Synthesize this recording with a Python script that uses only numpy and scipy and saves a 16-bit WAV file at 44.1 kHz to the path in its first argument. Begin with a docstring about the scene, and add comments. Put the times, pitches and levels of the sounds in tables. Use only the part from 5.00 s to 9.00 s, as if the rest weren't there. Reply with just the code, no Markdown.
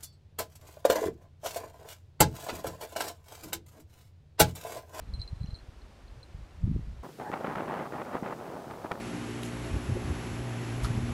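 """A small bell tinkles on a fishing rod tip beside a calm river while wind bumps the microphone.
A clapper strikes the bell's wall; turbulence and single eddies make the low bumps.
Halfway through, a hissier, sheltered microphone takes over: bell and wind drop out, and
the angler's clothing rubs, squeaks and knocks on the camera's case."""
import sys
import numpy as np
from scipy import signal
from scipy.fft import rfft, irfft
from scipy.io import wavfile

SR = 44100
rng = np.random.default_rng(int(sys.argv[2]) if len(sys.argv) > 2 else 0)


def store_pcm(level_fs):
    """Save levels as 16-bit WAV."""
    pcm = np.round(np.clip(level_fs, -1, 1) * 32767).astype(np.int16)
    wavfile.write(sys.argv[1], SR, np.atleast_2d(pcm).T)


N = 176400


def amp(db):
    """Decibels to gain."""
    return 10 ** (np.asarray(db) / 20)


def unit(x):
    """Scales to rms 1."""
    return x / np.sqrt(np.mean(x ** 2) + 1e-20)


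def add(mix, start_s, sound):
    """Mixes a sound in at start_s."""
    part = mix[max(round(start_s * SR), 0):][:len(sound)]
    part += sound[:len(part)]


def colour(x, spectrum):
    """Filters x by (freq_hz, level_db) points, to rms 1."""
    hz, db = np.transpose(spectrum)
    gain_db = np.interp(np.log(np.fft.rfftfreq(N, 1 / SR) + 1), np.log(hz), db)
    return unit(irfft(rfft(x) * amp(gain_db), N))


def noise(spectrum):
    """Coloured noise, rms 1."""
    return colour(rng.standard_normal(N), spectrum)


def drift(rate_hz):
    """Random wander near rate_hz, rms 1."""
    f = np.fft.rfftfreq(N, 1 / SR) / rate_hz
    return unit(irfft(rfft(rng.standard_normal(N)) * f * np.exp(-f ** 2), N))


def bell():
    """The clapper strikes the wall, detuning the two lowest modes, and rattles faintly in between."""
    # clapper strikes: start_s, level_db, pitch_hz, ring_s, overtone_db
    strikes = [(0.1367, -40, 4118, 0.12, -24.5), (0.192, -51, 4100, .12, -18),
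               (0.197, -40, 4110, .034, -40), (.205, -43, 4010, 0.17, -40), (0.216, -33, 4117, 0.078, -36),
               (0.2762, -40.5, 4120, 0.07, -26), (.403, -56, 4070, .13, -18),
               (.431, -48.5, 4110, .092, -23), (0.4706, -51, 4120, .1, -35), (.505, -48, 4090, .086, -24),
               (0.5427, -42, 4180, 0.039, -31), (0.551, -41.5, 4070, 0.059, -36),
               (0.56, -44, 4100, 0.052, -19), (0.587, -49, 4220, .043, -35), (.8175, -52, 4200, 0.028, -35),
               (1.079, -53.5, 4160, .03, -35), (1.2293, -43, 4110, 0.042, -21)]  # short ring: clapper stays on the wall
    # bell modes: freq_hz, level_db, t60_per_ring
    modes = [(4090, 0, 0.88), (4170, -12.5, 0.73), (4320, -14, 0.18), (5700, -23, .14)]
    nominal_hz, overtone_hz = modes[0][0], 8620
    rattle_end_s, hard_strike_db = 0.6, -37.5
    rattle = [(rattle_end_s * rng.random(), -66 + 2 * rng.standard_normal(), nominal_hz, 0.1, -20)
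              for _ in range(24)]
    out, t = np.zeros(N), np.arange(SR // 4) / SR
    for start_s, level_db, pitch_hz, ring_s, overtone_db in strikes + rattle:
        ring = amp(overtone_db - 60 * t / (1.6 * ring_s)) * np.sin(2 * np.pi * overtone_hz * t)
        for k, (mode_hz, mode_db, t60_per_ring) in enumerate(modes):
            hz = mode_hz * pitch_hz / nominal_hz if k < 2 else mode_hz
            ring += amp(mode_db - 60 * t / (ring_s * t60_per_ring)) * np.sin(2 * np.pi * hz * t)
        rise_s = 0.00061 * amp((hard_strike_db - level_db) / 2)  # lighter strikes start rounder
        add(out, start_s, amp(level_db) * np.minimum(t / rise_s, 1) * ring)
    # a small bell barely radiates below its lowest mode
    return signal.sosfilt(signal.butter(20, 3950, "high", fs=SR, output="sos"), out)


def tackle_tick():
    """One light tick of the tackle."""
    # tackle modes: freq_hz, level_db
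    modes = [(2940, -51), (5780, -55)]
    start_s, t60_s = 0.4605, 0.017
    t = np.maximum(np.arange(N) / SR - start_s, 0)
    return sum(amp(db - 60 * t / t60_s) * np.sin(2 * np.pi * hz * t) for hz, db in modes)


def wind():
    """Turbulence widens in band with strength; each eddy pushes, then pulls on the microphone."""
    # turbulence strength: time_s, level_db
    strength = [(0, -42.5), (.19, -40.5), (.28, -51.5), (.45, -39.5), (.6, -55.5), (1.02, -54), (1.15, -46),
                (1.29, -54), (1.4, -39.5), (1.5, -53.5), (1.61, -40.5), (1.64, -27.5), (1.77, -29),
                (1.82, -39), (2.03, -45)]
    # light wind spectrum: freq_hz, level_db
    rumble = [(12, -15), (50, 6.5), (120, -5.5), (300, -43), (700, -76)]
    # strong wind spectrum: freq_hz, level_db
    gust = [(15, -17), (60, 4.5), (180, -1.5), (300, -22), (800, -74)]
    # single eddies: centre_s, level_db, pitch_hz
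    eddies = [(0.143, -30, 50), (0.202, -30.5, 68.5), (0.333, -26.5, 73), (0.415, -25, 73.4),
              (0.444, -28.5, 108), (0.489, -34.5, 100), (0.535, -29.5, 63), (0.691, -36, 63),
              (1.349, -34, 75), (1.641, -21, 84.6), (1.678, -21.5, 134), (1.698, -25, 115),
              (1.716, -24, 124), (1.763, -25, 184), (1.795, -31.5, 143)]
    gust_from_db, gust_full_db = -46.5, -27
    t = np.arange(N) / SR
    level_db = np.interp(t, *np.transpose(strength))
    blend_rad = np.interp(level_db, [gust_from_db, gust_full_db], [0, np.pi / 2])
    envelope = amp(level_db + 2 * drift(rate_hz=19.4))
    out = envelope * (np.cos(blend_rad) * noise(rumble) + np.sin(blend_rad) * noise(gust))
    for centre_s, eddy_db, pitch_hz in eddies:
        phase = 2 * np.pi * pitch_hz * (t - centre_s)
        out -= amp(eddy_db) * phase * np.exp((1 - phase ** 2) / 2)
    return out


def cloth():
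    """Fibres catch and slip on the case in strokes; faster, louder strokes are brighter."""
    # cloth strokes: start_s, length_s, level_db
    strokes = [(2.024, 0.046, -43.5), (2.084, 0.017, -46), (2.195, 0.031, -38.5), (2.182, 1.82, -45),
               (2.324, 0.019, -29.5), (2.347, 0.034, -38), (2.386, 0.054, -40.5), (2.437, 0.039, -34.5),
               (2.48, 0.063, -36.5), (2.55, 0.062, -35), (2.612, 0.058, -39), (2.672, 0.082, -35.5),
               (2.752, 0.079, -36.5), (2.827, 0.047, -39.5), (2.918, .055, -39), (2.975, 0.053, -37),
               (3.047, 0.12, -41.5), (3.122, 0.062, -36.5), (3.228, 0.042, -39.5), (3.248, 0.041, -36),
               (3.292, 0.046, -38), (3.385, 0.213, -44), (3.696, 0.052, -43), (3.835, 0.034, -39.5),
               (3.898, 0.082, -44.5)]
    # slow rub spectrum: freq_hz, level_db
    dull = [(25, -33), (60, -9), (140, -4.5), (450, 0), (800, -2), (1300, -11), (2000, -21.5), (6000, -49)]
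    # fast rub spectrum: freq_hz, level_db
    bright = [(50, -40), (150, 1), (400, -2.5), (800, 1), (1250, -3.5), (2000, -12), (4200, -32.5),
              (8000, -63)]
    rise_s, fall_s = 0.0058, 0.008
    dull_at_db, bright_at_db = -45, -34
    slips_per_s, spread_db, catch_db = 7000, 3, 2.5
    t, powers = np.arange(N) / SR, np.zeros((2, N))
    for start_s, length_s, level_db in strokes:
        attack = np.clip((t - start_s) / rise_s, 0, 1)
        release = np.exp(-np.maximum(t - start_s - length_s + fall_s / 2, 0) / fall_s)
        brightness = np.interp(level_db, [dull_at_db, bright_at_db], [0, 1])
        powers += np.outer([1 - brightness, brightness], (amp(level_db) * attack * release) ** 2)
    catch = unit(amp(catch_db * drift(rate_hz=98)))
    out = np.zeros(N)
    for power, spectrum in zip(powers, (dull, bright)):
        slips = (rng.random(N) < slips_per_s / SR) * rng.choice([-1, 1], N)
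        sizes = amp(spread_db * np.minimum(rng.exponential(1, N), 4))
        out += np.sqrt(power) * colour(slips * sizes * catch, spectrum)
    return out


def knocks():
    """Larger snags thump the case, which hardly rings."""
    # snags: time_s, level_db, pitch_hz
    snags = [(2.301, -24.5, 347), (2.446, -21.5, 500), (2.482, -23, 248), (2.604, -24, 330),
             (2.623, -22.5, 434), (3.151, -25.5, 256), (3.154, -17.5, 603), (3.227, -22.5, 240),
             (3.8492, -23.5, 320), (3.9129, -20, 730)]
    rise_cycles, low_cut_hz = 0.27, 88
    out, t = np.zeros(N), np.arange(SR // 20) / SR
    for time_s, level_db, pitch_hz in snags:
        age = pitch_hz * t / rise_cycles
        thump = amp(level_db) * age * np.exp(1 - age) * np.sin(2 * np.pi * pitch_hz * t)
        add(out, time_s - 0.5 / pitch_hz, thump)
    return signal.lfilter(*signal.butter(2, low_cut_hz, "high", fs=SR), out)


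def clacks():
    """Something hard taps the case and briefly rings its modes."""
    # hard taps: start_s, level_db
    taps = [(2.317, -38.5), (2.558, -36.5), (3.711, -42), (3.9164, -32.5), (3.9185, -30)]
    # case modes: freq_hz, level_db
    modes = [(850, 4.5), (1290, 7.5), (1803, -0.5), (2218, -3.5), (3050, -10.5)]
    t60_s = 0.012
    out, t = np.zeros(N), np.arange(SR // 20) / SR
    ring = sum(amp(db - 60 * t / t60_s) * np.sin(2 * np.pi * hz * t) for hz, db in modes)
    for start_s, level_db in taps:
        add(out, start_s, amp(level_db) * ring)
    return out


def squeak():
    """The cloth's slipping briefly turns periodic."""
    start_s, length_s, pitch_hz = 2.24, 0.076, 838
    phase = 2 * np.pi * np.cumsum(pitch_hz * (1 + 0.1 * drift(rate_hz=120))) / SR
    progress = np.clip((np.arange(N) / SR - start_s) / length_s, 0, 1)
    envelope = amp(-38.5) * np.sqrt(abs(np.sin(np.pi * progress)))
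    return envelope * (np.sin(phase) + amp(-9.5) * np.sin(2 * phase))


def river_air():
    """Steady, soft air over the river."""
    # air spectrum: freq_hz, level_db
    spectrum = [(30, -8.5), (220, 2), (500, -1.5), (1000, -6.5), (4500, -17.5), (8000, -25.5),
                (12000, -32.5), (15000, -41)]
    return amp(-58.5) * noise(spectrum)


def hiss():
    """Steady noise of the sheltered microphone."""
    # hiss spectrum: freq_hz, level_db
    spectrum = [(30, -11), (70, -4), (150, 10), (400, 3.5), (1000, -10.5), (5000, -15.5), (15500, -23.5)]
    return amp(-51.5) * noise(spectrum)


def scene():
    """The open microphone hears the riverside, then the sheltered one hears the case."""
    switch_s, fade_s = 2.03, 0.0014
    switch = np.clip((np.arange(N) / SR - switch_s) / fade_s, 0, 1)
    riverside = bell() + tackle_tick() + wind() + river_air()
    sheltered = cloth() + knocks() + clacks() + squeak() + hiss()
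    return ((1 - switch) * riverside + switch * sheltered)[None]


def record(dry):
    """The camera's band limit."""
    cutoff_hz = 15700
    lowpass = signal.firwin(511, cutoff_hz, window=("kaiser", 9), fs=SR)
    return signal.oaconvolve(dry, lowpass[None], "same")


dry = scene()
out = record(dry)
store_pcm(out)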